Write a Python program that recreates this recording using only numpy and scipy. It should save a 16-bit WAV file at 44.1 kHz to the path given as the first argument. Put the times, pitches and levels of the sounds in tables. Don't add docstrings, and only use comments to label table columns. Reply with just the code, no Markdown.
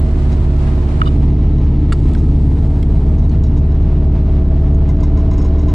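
import sys
import numpy as np
from scipy import signal
from scipy.fft import rfft, irfft
from scipy.io import wavfile
from scipy.ndimage import uniform_filter1d, minimum_filter1d

SR = 44100
rng = np.random.default_rng(int(sys.argv[2]) if len(sys.argv) > 2 else 0)


def transcribe(signal):
    frames = np.atleast_2d(signal).T
    limited = np.clip(frames, -1, 1)
    pcm = np.round(limited * 32767).astype(np.int16)
    wavfile.write(sys.argv[1], SR, pcm)


N = 253134
TIME = np.arange(N) / SR
BINS = np.fft.rfftfreq(N, 1 / SR)


# time in seconds, place (0 driver, 1 door, 2 instruments, 3 windscreen).
CAMERA_PATH = [(1.0, 0), (1.25, 1), (2.3, 1), (2.65, 2), (3.55, 2), (4.0, 3)]
# drone, burble, rasp and boom in relative dB, boom roughness
# from 0 to 1, roar in relative dB.
MIX_BY_PLACE = [(-11.5, -29.5, -45.5, -37, 1, -46.5), (-12, -26, -42, -29, 1, -49),
                (-11.5, -25.5, -39.5, -33.5, 1, -50), (-11.5, -26.5, -35.5, -36.5, 0.61, -51)]

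def mix_at_camera():
    place, = curves(CAMERA_PATH)
    return [np.interp(place, np.arange(len(MIX_BY_PLACE)), column) for column in np.transpose(MIX_BY_PLACE)]


# frequency in Hz, relative level in dB.
BURBLE_SPECTRUM = [(12, 8.5), (30, -8), (46, 11), (100, 7.5), (165, 4.5), (215, -1.5), (278, -4.5),
                   (330, -11.5), (450, -13), (540, -20), (900, -65)]
# centre in Hz, width in Hz, relative level in dB.
PIPE_RESONANCES = [(490, 240, -16), (647.7, 39.6, 10), (770, 51, -3.5), (845, 350, -13.5)]

def exhaust(cycles, burble_db=5.0, rasp_db=-2.5, puff_s=0.0085, gas=0.76):
    drone_level, burble_level, rasp_level, *_ = mix_at_camera()
    kicks = firings(cycles)
    puffs = unit(die_away(kicks, puff_s))
    burble = amp(burble_level + burble_db) * colour(puffs * diffuse_noise(), BURBLE_SPECTRUM)
    pipe = sum(amp(db) * resonance(hz, width) for hz, width, db in PIPE_RESONANCES)
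    drive = unit(kicks) + gas * puffs * diffuse_noise()
    rasp = amp(rasp_level + rasp_db) * filtered(drive, pipe)
    return drone(cycles, drone_level) + burble + rasp


CYLINDER_STRENGTHS = [-1, 2.6, -3.2, 3.3, -2.6, 2.9, -1.1, 2.3]
ON_LONG_PIPE = [1, 0, 0, 1, 0, 1, 1, 0]

def pulse_positions(first=.5405, pipe_lag=.0833):
    return first + np.arange(len(ON_LONG_PIPE)) / len(ON_LONG_PIPE) + pipe_lag * np.array(ON_LONG_PIPE)


def firings(cycles, scatter=0.12):
    kicks = np.zeros(N)
    for position, db in zip(pulse_positions(), CYLINDER_STRENGTHS):
        kicks[1:] += amp(db) * np.diff(np.floor(cycles - position))
    return kicks * (1 + scatter * rng.standard_normal(N))


def order_phase(cycles, order):
    pulses = np.sum(amp(CYLINDER_STRENGTHS) * np.exp(-2j * np.pi * order * pulse_positions()))
    return 2 * np.pi * order * cycles + np.angle(pulses)


# multiple of the engine cycle, relative level in dB, place where a
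# standing wave lifts or sinks it, lift in dB.
EXHAUST_ORDERS = [(2, -16.3, 0, -1.5), (3, -28, 0, 0), (4, -14, 0, -1), (5, -22.5, 1.5, 4), (6, -38, 2, -6),
                  (7, -39, 0, -10), (8, -22.7, 1.2, 3), (9, -29.3, .3, -5), (10, -33.5, 0, -14),
                  (11, -36.5, 1, -3), (12, -32, 0, -12), (13, -29.5, 3, -10), (14, -40, 1.7, -9),
                  (15, -45, 2, 4), (16, -35, 0, -1), (17, -48, 1.4, 15), (18, -44, 1.5, 5),
                  (19, -41.5, 2.7, -6), (20, -34.5, 1.8, -4), (21, -47, 0, 8), (22, -49, 1.5, 4),
                  (23, -41, 0, -7), (24, -43.5, 1, 3), (25, -45.5, 1, -4), (26, -46.5, 3, -7),
                  (36, -51, 0, 9)]

def drone(cycles, level_db, trim_db=0.1, waver_hz=4, thin_rpm=2187, thin_db_per_rpm=.55):
    rpm, = curves(ENGINE_SPEED)
    out = np.zeros(N)
    for order, db, wave_place, lift_db in EXHAUST_ORDERS:
        db = db + lift_db * nearness(wave_place)
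        if order == len(ON_LONG_PIPE):
            db = db - thin_db_per_rpm * np.maximum(rpm - thin_rpm, 0)
        phase = order_phase(cycles, order)
        waver = .05 + .005 * order
        tone = (1 + waver * wander(waver_hz)) * np.sin(phase)
        phase_drift = waver * wander(waver_hz) * np.cos(phase)
        out += amp(db) * (tone + phase_drift)
    return amp(level_db + trim_db) * unit(out)


# time in seconds, load from 0 to 1.
ENGINE_LOAD = [(4.75, 0.08), (5.1, 1)]

def boom(cycles, cab_hz=283, width_hz=24, puff_s=0.0021, full_load_db=9.5):
    *_, level_db, roughness, _ = mix_at_camera()
    load, = curves(ENGINE_LOAD)
    puffs = die_away(firings(cycles), puff_s) * rng.standard_normal(N)
    ragged = filtered(puffs, resonance(cab_hz, width_hz))
    steady = unit(np.sin(order_phase(cycles, 2 * len(ON_LONG_PIPE))))
    return amp(level_db + full_load_db * load) * unit(roughness * ragged + (1 - roughness) * steady)


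# start in seconds, level in dB, panel ring against that in dB.
SHAKES = [(.3203, -36.5, 2), (2.177, -45, -9), (3.183, -44.5, -3), (3.437, -38.5, -10), (3.4655, -44, -9),
          (3.5687, -41, -12), (4.89, -41.5, 8.5), (5.031, -38.5, 10.5), (5.046, -48, 8),
          (5.1711, -40.5, 11.5), (5.199, -50, 2), (5.3093, -41, 12), (5.3331, -46, 10), (5.381, -41, 9),
          (5.414, -43, -5), (5.4462, -44, 13), (5.5855, -46, 12), (5.6175, -48, -9), (5.683, -45.5, 10.5)]
# frequency in Hz, relative level in dB, seconds to fade by 60 dB.
FITTING_MODES = [(2880, 2.5, .02), (3900, 8, 0.026), (4770, -3.5, .012), (5440, 3, .016), (5820, -6, .014),
                 (6470, -3, 0.048), (7560, -13, .015)]
PANEL_MODES = [(1020, 15, 0.06), (1530, 9, 0.014), (2082, -0.5, 0.081)]
JINGLE_MODES = [(2930, -6, .06), (5170, -6, .02), (5400, 0, .085), (5700, -6, .02), (6526, -3, .085)]

def rattle(clack_db=-1, settle_s=0.015, contacts_hz=2600, detune=0.014, jingle_rpm=(2174, 2192)):
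    rpm, = curves(ENGINE_SPEED)
    clack_band = signal.butter(4, [2000, 7000], "band", fs=SR)
    out = np.zeros(N)
    for start, db, panel_db in SHAKES:
        contacts = flurry(contacts_hz, settle_s)
        pitch = 1 + detune * rng.uniform(-1.4, 1)
        looseness = np.interp(np.interp(start, TIME, rpm), jingle_rpm, [0, 1])
        fitting = at_peak(ring(contacts, FITTING_MODES, pitch), 0)
        jingle = looseness * at_peak(ring(contacts, JINGLE_MODES), 0)
        panel = at_peak(ring(contacts, PANEL_MODES, pitch), panel_db)
        clack = at_peak(signal.lfilter(*clack_band, contacts), clack_db)
        add(out, start, amp(db) * (fitting + jingle + panel + clack))
    return out


def panel_buzz(base_db=-59.5, db_per_rpm=0.16, cruise_rpm=2160, touches_hz=300, spread_db=4):
    rpm, = curves(ENGINE_SPEED)
    touches = rng.standard_normal(N) * (rng.random(N) < touches_hz / SR)
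    level_db = base_db + db_per_rpm * np.maximum(rpm - cruise_rpm, 0) + spread_db * wander(11)
    return amp(level_db) * unit(ring(touches, PANEL_MODES + FITTING_MODES))


# start in seconds, relative level in dB, rub strength against the blow,
# rub decay in seconds, low cut in Hz, high cut in Hz, pitch ratio of the case under that grip.
FINGER_KNOCKS = [(0.67, -42.5, 3, 0.0099, 1520, 3500, 1.26), (1.0167, -19.5, 0.34, 0.00091, 1130, 3000, 1),
                 (1.056, -38.5, 2.9, 0.0086, 2700, 3900, 1.03), (1.061, -33.5, 3, .01, 1100, 1400, 0.97),
                 (1.073, -35.5, 2.5, 0.0066, 2820, 3900, 1.04),
                 (1.9226, -22.5, 0.49, 0.0037, 1200, 2400, 0.993),
                 (1.9229, -30.5, 4.5, 0.0052, 4180, 14000, 1.03),
                 (1.9263, -23.5, 0.62, 0.0026, 1240, 4500, 1),
                 (2.135, -44.5, 1.5, .0012, 3200, 14000, 0.99),
                 (2.1495, -34.5, 1.1, 0.0015, 1450, 7000, 1.15),
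                 (2.828, -33.5, 1.5, 0.0022, 1750, 12000, 1.14)]
# frequency in Hz, relative level in dB, seconds to fade by 60 dB.
CASE_MODES = [(1306, 0.5, 0.017), (1510, -5.5, 0.0066), (1890, -9.5, 0.015), (2240, -10, 0.014),
              (2874, -7.5, 0.015), (3520, -8.5, 0.01), (4350, -12.5, 0.0055), (6500, -15.5, 0.0054),
              (7600, -12.5, 0.0056), (8700, -18, 0.0051), (11800, -18, .003)]

def handling(knock_db=6.0, rocking=2.8, lean=0.39, rocking_hz=1650):
    t, out = TIME[:SR // 8], np.zeros((2, N))
    for start, db, rub, rub_s, low_hz, high_hz, pitch in FINGER_KNOCKS:
        fade = np.exp(-t / rub_s)
        push = rng.standard_normal(len(t)) * fade * (1 - fade)
        push *= rub / np.linalg.norm(push)
        push[0] = 1
        touch = np.vstack([signal.butter(10, low_hz, "high", fs=SR, output="sos"),
                           signal.butter(2, high_hz, "low", fs=SR, output="sos")])
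        knock = at_peak(signal.sosfilt(touch, ring(push, CASE_MODES, pitch)), db + knock_db)
        lows = signal.filtfilt(*signal.butter(4, rocking_hz, fs=SR), knock, padtype=None)
        highs = knock - lows
        leading_lows = -signal.hilbert(lows, 2 * len(t)).imag[:len(t)]
        side = lean * (lows - highs) + rocking * leading_lows
        add(out, start, np.array([knock + side, knock - side]))
    return out


# start in seconds, level in dB, pitch ratio of the piece.
TRIM_TAPS = [(1.6426, -46, 1.05), (3.295, -36.5, 1.13), (3.316, -35.5, 0.74), (3.72, -40, 0.96),
             (4.7457, -43, 1.18), (5.006, -38, 1.2)]
# frequency in Hz, relative level in dB, seconds to fade by 60 dB.
TRIM_MODES = [(3300, 4, .008), (4020, 6, 0.024), (5640, 9, 0.0088), (6500, -6, 0.0084), (8000, -18, .005)]

def trim_ticks(contacts_hz=1200, settle_s=.003):
    out = np.zeros(N)
    for start, db, pitch in TRIM_TAPS:
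        add(out, start, at_peak(ring(flurry(contacts_hz, settle_s), TRIM_MODES, pitch), db))
    return out


# frequency in Hz, relative level in dB.
ROAR_SPECTRUM = [(200, 7.5), (550, 6), (850, 5), (1120, 1), (1600, -6), (2100, -8), (2850, -11),
                 (4200, -17), (5500, -22), (7500, -30.5), (10000, -49.5), (15000, -54.5)]
HISS_SPECTRUM = [(1500, -15), (4000, 6), (6000, -1.5), (8000, 2), (10000, -3), (15000, -7.5)]
# time in seconds, relative level in dB.
HISS_FADES = [(1.1, -56.5), (1.37, -67.5), (1.87, -66.5), (1.97, -56.5), (3.0, -59.5), (3.64, -68.5)]

def roar_and_wind(cycles, roar_db=11.5, full_load_db=2.2, hiss_db=1.0, gust_db=1.29, flutter_db=0.83):
    load, = curves(ENGINE_LOAD)
    hiss_level, = curves(HISS_FADES)
    roar_level = mix_at_camera()[-1] + full_load_db * load
    gusts = gust_db * wander(12) + flutter_db * wander(70)
    throb = 1 - 0.032 * np.sin(2 * np.pi * cycles)
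    roar = throb * standing_waves(colour(diffuse_noise(), ROAR_SPECTRUM))
    hiss = colour(diffuse_noise(), HISS_SPECTRUM)
    return amp(roar_level + roar_db + gusts) * roar + amp(hiss_level + hiss_db + gusts) * hiss


# centre in Hz, width in Hz, place, lift in dB.
CAB_WAVES = [(840, 95, 1.7, 5), (1290, 63, 0.85, 6.5), (1350, 310, 0.98, -8)]

def standing_waves(x):
    spectrum = rfft(x)
    for hz, width, wave_place, lift_db in CAB_WAVES:
        band = irfft(spectrum * np.exp(-((BINS - hz) / width) ** 2), N)
        x = x + band * (amp(lift_db * nearness(wave_place)) - 1)
    return x


def road_rumble(level_db=-30, lump_db=3, hz=28, width_hz=14):
    shaking = filtered(rng.standard_normal(N), 1 / (1 + ((BINS - hz) / width_hz) ** 4))
    return amp(level_db) * unit(shaking * amp(lump_db * wander(1.9)))


# frequency in Hz, coherence from 0 to 1.
STEREO_LIKENESS = [(60, 1), (260, 1), (530, 0.69), (1100, 0.36), (4700, 0.45), (9700, 0)]

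def diffuse_noise():
    mid, side = rfft(rng.standard_normal((2, N)))
    likeness = across(STEREO_LIKENESS)
    mid, side = mid * np.sqrt(1 + likeness), side * np.sqrt(1 - likeness)
    return unit(irfft(np.array([mid + side, mid - side]), N))


def nearness(spot, reach=0.67):
    place, = curves(CAMERA_PATH)
    return np.exp(-((place - spot) / reach) ** 2)


def flurry(contacts_hz, settle_s):
    t = TIME[:SR // 6]
    contacts = rng.standard_normal(len(t)) * (rng.random(len(t)) < contacts_hz / SR)
    contacts *= np.exp(-t / settle_s)
    contacts[0] = 1
    return contacts


def ring(x, modes, pitch=1):
    t = TIME[:SR // 8]
    body = sum(amp(db - 60 * t / t60) * np.sin(2 * np.pi * pitch * hz * t) for hz, db, t60 in modes)
    return signal.oaconvolve(x, body / np.linalg.norm(body))[:len(x)]


def wander(rate_hz):
    coarse = TIME[::128]
    hz = np.fft.rfftfreq(len(coarse), coarse[1])
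    slow = irfft(rfft(rng.standard_normal(len(coarse))) / (1 + (hz / rate_hz) ** 4), len(coarse))
    return np.interp(TIME, coarse, unit(slow))


def die_away(kicks, decay_s):
    return signal.lfilter([1], [1, -np.exp(-1 / (decay_s * SR))], kicks)


def resonance(hz, width_hz):
    return 1 / (1 + 1j * (BINS - hz) / width_hz) ** 2


def filtered(x, response):
    return unit(irfft(rfft(x) * response, N))


def colour(x, spectrum):
    return filtered(x, amp(across(spectrum)))


def across(points):
    hz, value = np.transpose(points)
    return np.interp(np.log(BINS + 1), np.log(hz + 1), value)


def curves(rows):
    seconds, *columns = np.transpose(rows)
    return [np.interp(TIME, seconds, column) for column in columns]


def amp(db):
    return 10 ** (np.asarray(db) / 20)


def unit(x):
    return x / np.sqrt(np.mean(abs(x) ** 2) + 1e-20)


def at_peak(x, db):
    return amp(db) * x / abs(x).max()


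def add(mix, start_s, sound):
    part = mix[..., round(start_s * SR):][..., :sound.shape[-1]]
    part += sound[..., :part.shape[-1]]


# time in seconds, speed in rpm.
ENGINE_SPEED = [(0, 2137.5), (.35, 2120), (.8, 2130.3), (2, 2135), (3.2, 2146.8), (4.1, 2149.7),
                (5, 2163.7), (5.6, 2211)]

def scene():
    rpm, = curves(ENGINE_SPEED)
    cycles = np.cumsum(rpm) / 120 / SR
    driving = exhaust(cycles) + boom(cycles) + road_rumble() + roar_and_wind(cycles)
    return driving + rattle() + panel_buzz() + trim_ticks() + handling()


def limiter(x, ceiling_db=-4.0, release_db_per_s=90):
    over_db = np.maximum(20 * np.log10(abs(x.mean(0)) + 1e-6) - ceiling_db, 0)
    fall = TIME * release_db_per_s
    held_db = np.maximum.accumulate(over_db + fall) - fall
    widened_db = -minimum_filter1d(-held_db, size=200)
    return x / amp(uniform_filter1d(widened_db, size=200))


# time in seconds, side gain in dB.
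STEREO_WIDTH = [(0, 1.5), (1.1, 2.5), (1.5, -12.5), (2.1, -41.5), (5.74, -50)]
# frequency in Hz, relative gain in dB.
MIC_ROLL_OFF = [(9700, -1), (10600, -10), (15000, -19)]

def record(dry, gain_db=2.0, lean_right=.06, cutoff_hz=15700):
    width_db, = curves(STEREO_WIDTH)
    mid = dry.mean(0)
    side = amp(width_db) * ((dry[0] - dry[1]) / 2 - lean_right * mid)
    pair = np.array([mid + side, mid - side])
    dulled = irfft(rfft(pair) * amp(gain_db + across(MIC_ROLL_OFF)), N)
    low_pass = signal.firwin(511, cutoff_hz, window=("kaiser", 9), fs=SR)
    return signal.oaconvolve(limiter(dulled), low_pass[None], "same", axes=1)


dry = scene()
out = record(dry)
transcribe(out)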